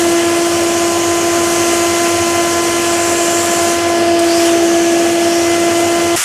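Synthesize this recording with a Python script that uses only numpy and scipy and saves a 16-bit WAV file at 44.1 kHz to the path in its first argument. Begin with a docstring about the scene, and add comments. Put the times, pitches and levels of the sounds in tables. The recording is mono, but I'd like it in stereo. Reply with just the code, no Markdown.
"""A steam cleaner's suction motor hums and whines from the start, in exhaust roar, hose rush and steam hiss.
From 0.6 s the gap under the nozzle sings as the nozzle is drawn over a floor mat; water spits from 2.7 s.
About 4.2 s steam flow dips and returns, the hose gulps, the shaft slows and the hum swells.
At 6.16 s the scene cuts abruptly to the bare jet of a spray gun.
Motor: sines at shaft orders. Air, steam, water: shaped noise. Singing, boom: noise resonances."""
import sys
import numpy as np
from scipy import signal
from scipy.fft import rfft, irfft, next_fast_len
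from scipy.io import wavfile
from scipy.ndimage import uniform_filter1d, map_coordinates

SR = 44100
rng = np.random.default_rng(int(sys.argv[2]) if len(sys.argv) > 2 else 0)


def unload_audio(sound):
    """Save the sound as a 16-bit wav file, at the path given as the first command line argument."""
    columns = np.transpose(np.atleast_2d(sound))
    # keep every value between -1 and 1, then stretch to whole-number steps
    steps = np.round(np.clip(columns, -1, 1) * 32767)
    wavfile.write(sys.argv[1], SR, steps.astype(np.int16))


N = 275184
CUT_S = 6.158

# stereo image of the cleaner's noise: f/Hz, left-right correlation
CLEANER_CORRELATION = [(30, .6), (80, 0.97), (600, 0.96), (1400, 1), (3000, 0.99), (6000, 0.95),
                       (9000, 0.7), (14000, 0.3)]
# shaft speed, slowed by the air moved when the nozzle lifts: t/s, f/Hz (turns per second)
SHAFT_SPEED = [(0.2, 340.5), (1.3, 341.4), (2.3, 341.7), (3.7, 341.6), (4.0, 340.5), (4.3, 338.7),
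               (4.65, 338.2), (5.2, 339.6), (5.9, 340.7)]
# fan whine as the nozzle seals and lifts, before trim: t/s, order 3 level/dB, order 5 level/dB, order 6 level/dB
FAN_WHINE = [(0.1, -31.5, -31.0, -31), (0.75, -28, -39, -38.5), (1.9, -26, -37, -30),
             (2.6, -25, -32.0, -31.5), (3.2, -28, -33, -36), (3.9, -28.0, -31, -32.5),
             (4.25, -38.5, -33.5, -37), (4.55, -36.5, -36.5, -37), (4.8, -43, -29.5, -39),
             (5.15, -45, -34, -36.5), (5.5, -35.0, -37, -29.0), (6.0, -30.5, -36, -31)]


def motor():
    """One suction pulse per fan turn; turbulence jostles each order, the room scatters the upper ones."""
    # hum, swelling when the nozzle lifts, before trim: t/s, order 1 level/dB, order 2 level/dB
    hum_levels = [(0.1, -14.5, -23.5), (1.1, -17.0, -24), (1.8, -16.5, -22.5), (2.9, -18.5, -23.0),
                  (3.8, -18.0, -20.0), (4.15, -14.0, -18.0), (4.7, -13.0, -19.5), (5.2, -14.5, -20),
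                  (6.0, -15.5, -20.5)]
    # faint overtones: shaft order, level/dB with the nozzle sealed
    faint_orders = [(3.5, -53), (7, -39), (12, -40)]
    faint_db_per_hz = -2  # they fade as the shaft slows
    fourth_offset_db, third_share = -2.5, 0.36  # order 4 relative to a blend of orders 3 and 6

    speed_hz, = curves(SHAFT_SPEED)
    first_db, second_db = curves(hum_levels)
    third_db, fifth_db, sixth_db = curves(FAN_WHINE)
    fourth_db = fourth_offset_db + third_share * third_db + (1 - third_share) * sixth_db
    angle = 2 * np.pi * np.cumsum(speed_hz + 0.1985 * wobble(12)) / SR

    first_db = first_db + 0.46 + 0.3 * wobble(8) + 0.56 * wobble(30)
    hum = tone(angle, first_db, skew_rad=0.025)
    second_db = second_db + 0.55 + 0.69 * wobble(8.9) + 1.0 * wobble(32)
    hum += tone(2 * angle + 0.16 * wobble(40), second_db, skew_rad=0.15)
    for order, level_db in enumerate((third_db, fourth_db, fifth_db, sixth_db), 3):
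        scatter_rad = (order - 2) * 0.32 * wobble(0.6) + 0.1 * wobble(30)
        level_db = level_db + 0.25 + 0.8 * wobble(14)
        hum += tone(order * angle + scatter_rad, level_db, skew_rad=0.091 * wobble(1.4))
    for order, sealed_db in faint_orders:
        level_db = sealed_db + faint_db_per_hz * shaft_sag_hz() + 1.5 * wobble(5)
        hum += tone(order * angle + 0.2 * wobble(33), level_db, skew_rad=0.12)
    return -hum * balance(0.35)


def tone(angle, level_db, skew_rad):
    """Stereo sine, rms level_db; standing waves put the ears skew_rad apart in phase."""
    ear_phase = np.array([[-0.5], [0.5]]) * skew_rad
    return np.sqrt(2) * amp(level_db) * np.cos(angle + ear_phase)


def shaft_sag_hz():
    """Drop of the shaft below its sealed speed under the load of air."""
    sealed_hz = 341.7
    return sealed_hz - curves(SHAFT_SPEED)[0]


def airflow():
    """Exhaust and hose turbulence, with the air of tank and hose ringing as noise resonances."""
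    # noise shapes: f/Hz, relative level/dB per Hz
    exhaust_spectrum = [(20, -38), (50, -36), (80, -15), (130, -12), (200, -2), (300, -2.5), (400, -2),
                        (530, -4.5), (690, 3.5), (800, -3.5), (950, -21.5), (1500, -35), (4000, -67)]
    hose_spectrum = [(400, -24), (850, 1.5), (1150, 2), (1750, 2.5), (2170, 0), (2450, 3), (3050, 2),
                     (3500, -1.5), (3900, -9), (4400, -2.5), (6000, -10.5), (12000, -42)]
    # level laws: sealed level at usual flow/dB, slope/dB per dB of steam flow, slope/dB per Hz of shaft sag
    exhaust_law = (-23, 0.02, 0.042)
    hose_law = (-23, 0.4, 0.046)
    # air columns of the hose: f/Hz, width/Hz, level/dB
    hose_columns = [(396, 4.7, -36), (486, 30, -35), (1195, 14, -39), (2873, 45, -41), (3005, 35, -38.5)]
    boom_mean_db, boom_db_per_whine_db = -35.8, 0.2  # the tank booms most while the nozzle seals
    gulp_start_s, gulp_length_s, gulp_db = 4.38, 0.18, 1.5  # gulp of air as the steam returns

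    exhaust_db = flow_level_db(exhaust_law) + 0.55 * wobble(18)
    exhaust = amp(exhaust_db) * rush(exhaust_spectrum, CLEANER_CORRELATION, patchy_db=0.98)

    _, gulp = swell(gulp_start_s, gulp_length_s)
    hose_db = flow_level_db(hose_law) + gulp_db * gulp + 0.4 * wobble(30)
    hose = amp(hose_db) * rush(hose_spectrum, CLEANER_CORRELATION, patchy_db=1.0)

    ringing = np.zeros((2, N))
    for hz, width_hz, level_db in hose_columns:
        ringing += amp(level_db) * resonance(hz, width_hz, side_db=-22.0)
    third_db = curves(FAN_WHINE)[0]
    boom_db = boom_mean_db + boom_db_per_whine_db * (third_db - third_db.mean())
    ringing += amp(boom_db) * resonance(centre_hz=95.6, width_hz=11.5, side_db=-19)
    return exhaust + hose + ringing * balance(0.9)


def nozzle():
    """Air hisses through the mat and sings in the gap; wet steam flutters on top."""
    # noise shapes: f/Hz, relative level/dB per Hz
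    hiss_spectrum = [(2000, -47), (3900, -6.5), (4400, -5), (5100, 0.5), (6100, 4), (7000, 1.5),
                     (8400, -0.5), (9200, -3.5), (10200, -5), (11100, -9.5), (13000, -14), (15000, -40)]
    steam_spectrum = [(3000, -31), (7000, 8.5), (9000, 6), (10500, 3), (11200, -1.5), (12500, 1.5),
                      (13300, -3.5), (14200, -6), (15000, -21)]
    # level laws: sealed level at usual flow/dB, slope/dB per dB of steam flow, slope/dB per Hz of shaft sag
    hiss_law = (-23.5, 0.68, -0.56)
    steam_law = (-27, 1.7, -.1)

    flutter = wobble(45)
    hiss_db = flow_level_db(hiss_law) + 0.38 * flutter
    hiss = amp(hiss_db) * rush(hiss_spectrum, CLEANER_CORRELATION, patchy_db=0.87)
    steam_db = flow_level_db(steam_law) + 0.5 * flutter + 0.63 * wobble(140)
    steam = amp(steam_db) * rush(steam_spectrum, CLEANER_CORRELATION, patchy_db=1.2)
    return (hiss + gap_song() + steam) * balance(0.3)


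def gap_song():
    """Air rings in the gap under the nozzle, gliding as the gap changes, and whistles at the lip."""
    # gap resonance over the mat: start/s, length/s, first f/Hz, last f/Hz, level/dB
    gap_swells = [(0.598, 2.1, 6650, 6650, -29.5), (2.82, .93, 7570, 7150, -25),
                  (3.75, .55, 5500, 4600, -34), (4.26, .24, 4500, 5600, -25.5),
                  (4.499, .62, 6150, 6390, -29), (5.2, .36, 5350, 5890, -28)]
    # thin whistles at the lip: start/s, length/s, f/Hz, level/dB
    lip_whistles = [(.65, .8, 6930, -32), (2.8, 0.67, 7030, -32), (5.3, 1, 6980, -34)]

    song = np.zeros((2, N))
    for start_s, length_s, first_hz, last_hz, level_db in gap_swells:
        progress, envelope = swell(start_s, length_s)
        centre_hz = first_hz + (last_hz - first_hz) * progress + 70 * wobble(15)
        gain = envelope * amp(level_db + wobble(18))
        song += gain * resonance(centre_hz, width_hz=480, side_db=-17)
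    for start_s, length_s, hz, level_db in lip_whistles:
        _, envelope = swell(start_s, length_s)
        gain = envelope * amp(level_db + 1.5 * wobble(9.2))
        song += gain * resonance(hz + 30 * wobble(6), width_hz=85, side_db=-14)
    return song


def flow_level_db(law):
    """Level of an air layer that follows steam flow and shaft sag."""
    # steam flow, briefly shut off and spurting back: t/s, level/dB
    steam_flow = [(0.0, -31.5), (0.15, -33.5), (0.82, -33.5), (1.25, -33.5), (1.53, -31.5), (2.36, -33),
                  (3.38, -32), (3.69, -31), (3.81, -35.5), (4.18, -38.5), (4.2, -35), (4.22, -35),
                  (4.44, -30.5), (4.56, -34.5), (6.03, -34), (6.13, -35)]
    usual_flow_db = -33
    base_db, db_per_flow_db, db_per_sag_hz = law
    flow_change_db = curves(steam_flow)[0] - usual_flow_db
    return base_db + db_per_flow_db * flow_change_db + db_per_sag_hz * shaft_sag_hz()


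def spits():
    """Each slug of condensed water leaves the nozzle as a short, bright, decaying noise burst."""
    # sputters: t/s, level/dB, t60/s
    spit_events = [(2.702, -27, .03), (3.216, -23, 0.034), (4.018, -30, .04), (4.191, -13.5, .05),
                   (4.286, -27, 0.033)]
    # noise shape: f/Hz, relative level/dB per Hz
    splash_spectrum = [(1500, -20), (4000, 1), (6500, 0), (9000, 5), (11000, -8), (13300, -10),
                       (15000, -12)]
    attack_s = 0.0012

    bursts = np.zeros(N)
    for start_s, level_db, t60_s in spit_events:
        age_s = np.maximum(np.arange(N) / SR - start_s, 0)
        bursts += amp(level_db - 60 * age_s / t60_s) * (1 - np.exp(-age_s / attack_s))
    return bursts * rush(splash_spectrum, CLEANER_CORRELATION, patchy_db=2)


def spray_gun():
    """Free steam jet: wide, bright noise with two resonances, over a low roar that dies away."""
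    # noise shapes: f/Hz, relative level/dB per Hz
    jet_spectrum = [(30, -34), (90, -24), (260, -22.5), (750, -5.5), (1200, -0.5), (1700, 0), (2200, -1.5),
                    (2900, -2.5), (4100, -11), (5400, -3.5), (7300, -3), (10000, -6), (13000, -14),
                    (15000, -26)]
    roar_spectrum = [(40, -16), (100, -1), (260, 0), (600, -7), (1500, -20), (5000, -65)]
    # stereo image: f/Hz, left-right correlation
    jet_correlation = [(200, -0.84), (1200, -0.34), (2400, -0.059), (5000, .35), (14000, .3)]
    jet_db, roar_db, roar_t60_s = -12.5, -17.5, 0.27

    jet = amp(jet_db) * rush(jet_spectrum, jet_correlation, patchy_db=0)
    tip = amp(-29) * resonance(centre_hz=7350, width_hz=350, side_db=-9)
    tip += amp(-33) * resonance(centre_hz=2950, width_hz=130, side_db=2)
    age_s = np.maximum(np.arange(N) / SR - CUT_S, 0)
    roar_gain = amp(roar_db - 60 * age_s / roar_t60_s)
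    return jet + tip + roar_gain * rush(roar_spectrum, jet_correlation, patchy_db=-2)


def handling():
    """Faint handling rumble: low noise with soft bell-shaped bumps."""
    # bumps: t/s (peak 0.03 s later), level/dB
    soft_bumps = [(2.69, -46), (3.24, -52), (3.98, -50), (4.26, -44)]
    # noise shape: f/Hz, relative level/dB per Hz
    rumble_spectrum = [(10, -4), (30, -2), (60, -1), (150, -4), (400, -38)]

    t_s = np.arange(N) / SR
    gain = amp(-66) * np.ones(N)
    for bump_s, level_db in soft_bumps:
        gain += amp(level_db) * np.exp(-((t_s - bump_s - 0.03) / 0.037) ** 2)
    return gain * rush(rumble_spectrum, [(30, 0.55)], patchy_db=4)


def walls(x):
    """Echoes from the floor and the cabinet comb the noise with fine ripples."""
    # echoes: delay/ms, gain
    wall_echoes = [(1.9, 0.041), (3.4, 0.043), (4.7, 0.013), (7.3, 0.065), (11.6, 0.02), (17.1, 0.074)]

    def response(hz):
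        """Direct sound plus delayed copies."""
        return 1 + sum(gain * np.exp(-2j * np.pi * hz * ms * 1e-3) for ms, gain in wall_echoes)

    return filtered(x, response)


def rush(spectrum, correlation, patchy_db):
    """Turbulent stereo noise of rms 1, with time-frequency patches of random gain."""
    bins = signal.stft(rng.standard_normal((2, N)), nperseg=512)[2]
    field = rng.standard_normal(bins.shape[1:])
    field = uniform_filter1d(uniform_filter1d(field, size=7, axis=0), size=9, axis=1)
    pair = signal.istft(bins * amp(patchy_db * unit(field)), nperseg=512)[1][:, :N]

    def response(hz):
        """Mid and side gains that give the spectrum and the correlation."""
        turn = np.arccos(np.clip(along(correlation, hz), -1, 1)) / 2
        return amp(along(spectrum, hz)) * [np.cos(turn), np.sin(turn)]

    mid, side = filtered(pair, response)
    return unit(np.array([mid + side, mid - side]))


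def resonance(centre_hz, width_hz, side_db):
    """Stereo noise of rms 1 in one resonance: slow noise on a carrier whose frequency may move."""
    slow = filtered(rng.standard_normal((2, 2, N)), lambda hz: 1 / (1 + (hz / width_hz) ** 2))
    phase = 2 * np.pi * np.cumsum(centre_hz * np.ones(N)) / SR
    mid, side = slow[0] * np.cos(phase) + slow[1] * np.sin(phase)
    side = amp(side_db) * side
    return unit(np.array([mid + side, mid - side]))


def swell(start_s, length_s):
    """Progress from 0 to 1, and a half-sine envelope broadened by a power below 1."""
    progress = np.clip((np.arange(N) / SR - start_s) / length_s, 0, 1)
    return progress, np.abs(np.sin(np.pi * progress)) ** 0.35


def wobble(rate_hz):
    """Smooth random curve with rate_hz knots a second."""
    knots = rng.standard_normal(int(N * rate_hz / SR) + 4)
    return map_coordinates(knots, [np.arange(N) * rate_hz / SR])


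def curves(rows):
    """One value per sample for each column after the time."""
    t_s, *columns = np.transpose(rows)
    return [np.interp(np.arange(N) / SR, t_s, column) for column in columns]


def along(points, hz):
    """Value at hz from (f/Hz, value) points, on a log frequency axis."""
    f_hz, values = np.transpose(points)
    return np.interp(np.log(hz + 1), np.log(f_hz + 1), values)


def filtered(x, response):
    """x with its spectrum multiplied by response(hz)."""
    size = next_fast_len(N + 8192)
    return irfft(rfft(x, size) * response(np.fft.rfftfreq(size, 1 / SR)), size)[..., :N]


def balance(left_db):
    """Gains of left_db on the left and its opposite on the right."""
    return amp([[left_db], [-left_db]])


def amp(db):
    """Decibels to gain."""
    return 10 ** (np.asarray(db) / 20)


def unit(x):
    """x at rms 1."""
    return x / np.sqrt(np.mean(np.abs(x) ** 2) + 1e-20)


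def scene():
    """The cleaner at work, then a hard cut to the spray gun."""
    since_cut_s = np.arange(N) / SR - CUT_S
    cleaner = motor() + walls(airflow() + nozzle() + spits()) + handling()
    fade_out = np.clip(-since_cut_s / 0.0013, 0, 1)
    fade_in = np.clip(since_cut_s / 0.0047, 0, 1)
    return cleaner * fade_out + spray_gun() * fade_in


def record(dry):
    """Round off the highest peaks, then remove everything from the band limit up."""
    top_hz = 14900
    rounded = dry / (1 + np.abs(dry) ** 8) ** (1 / 8)
    return filtered(rounded, lambda hz: hz < top_hz)


dry = scene()
out = record(dry)
unload_audio(out)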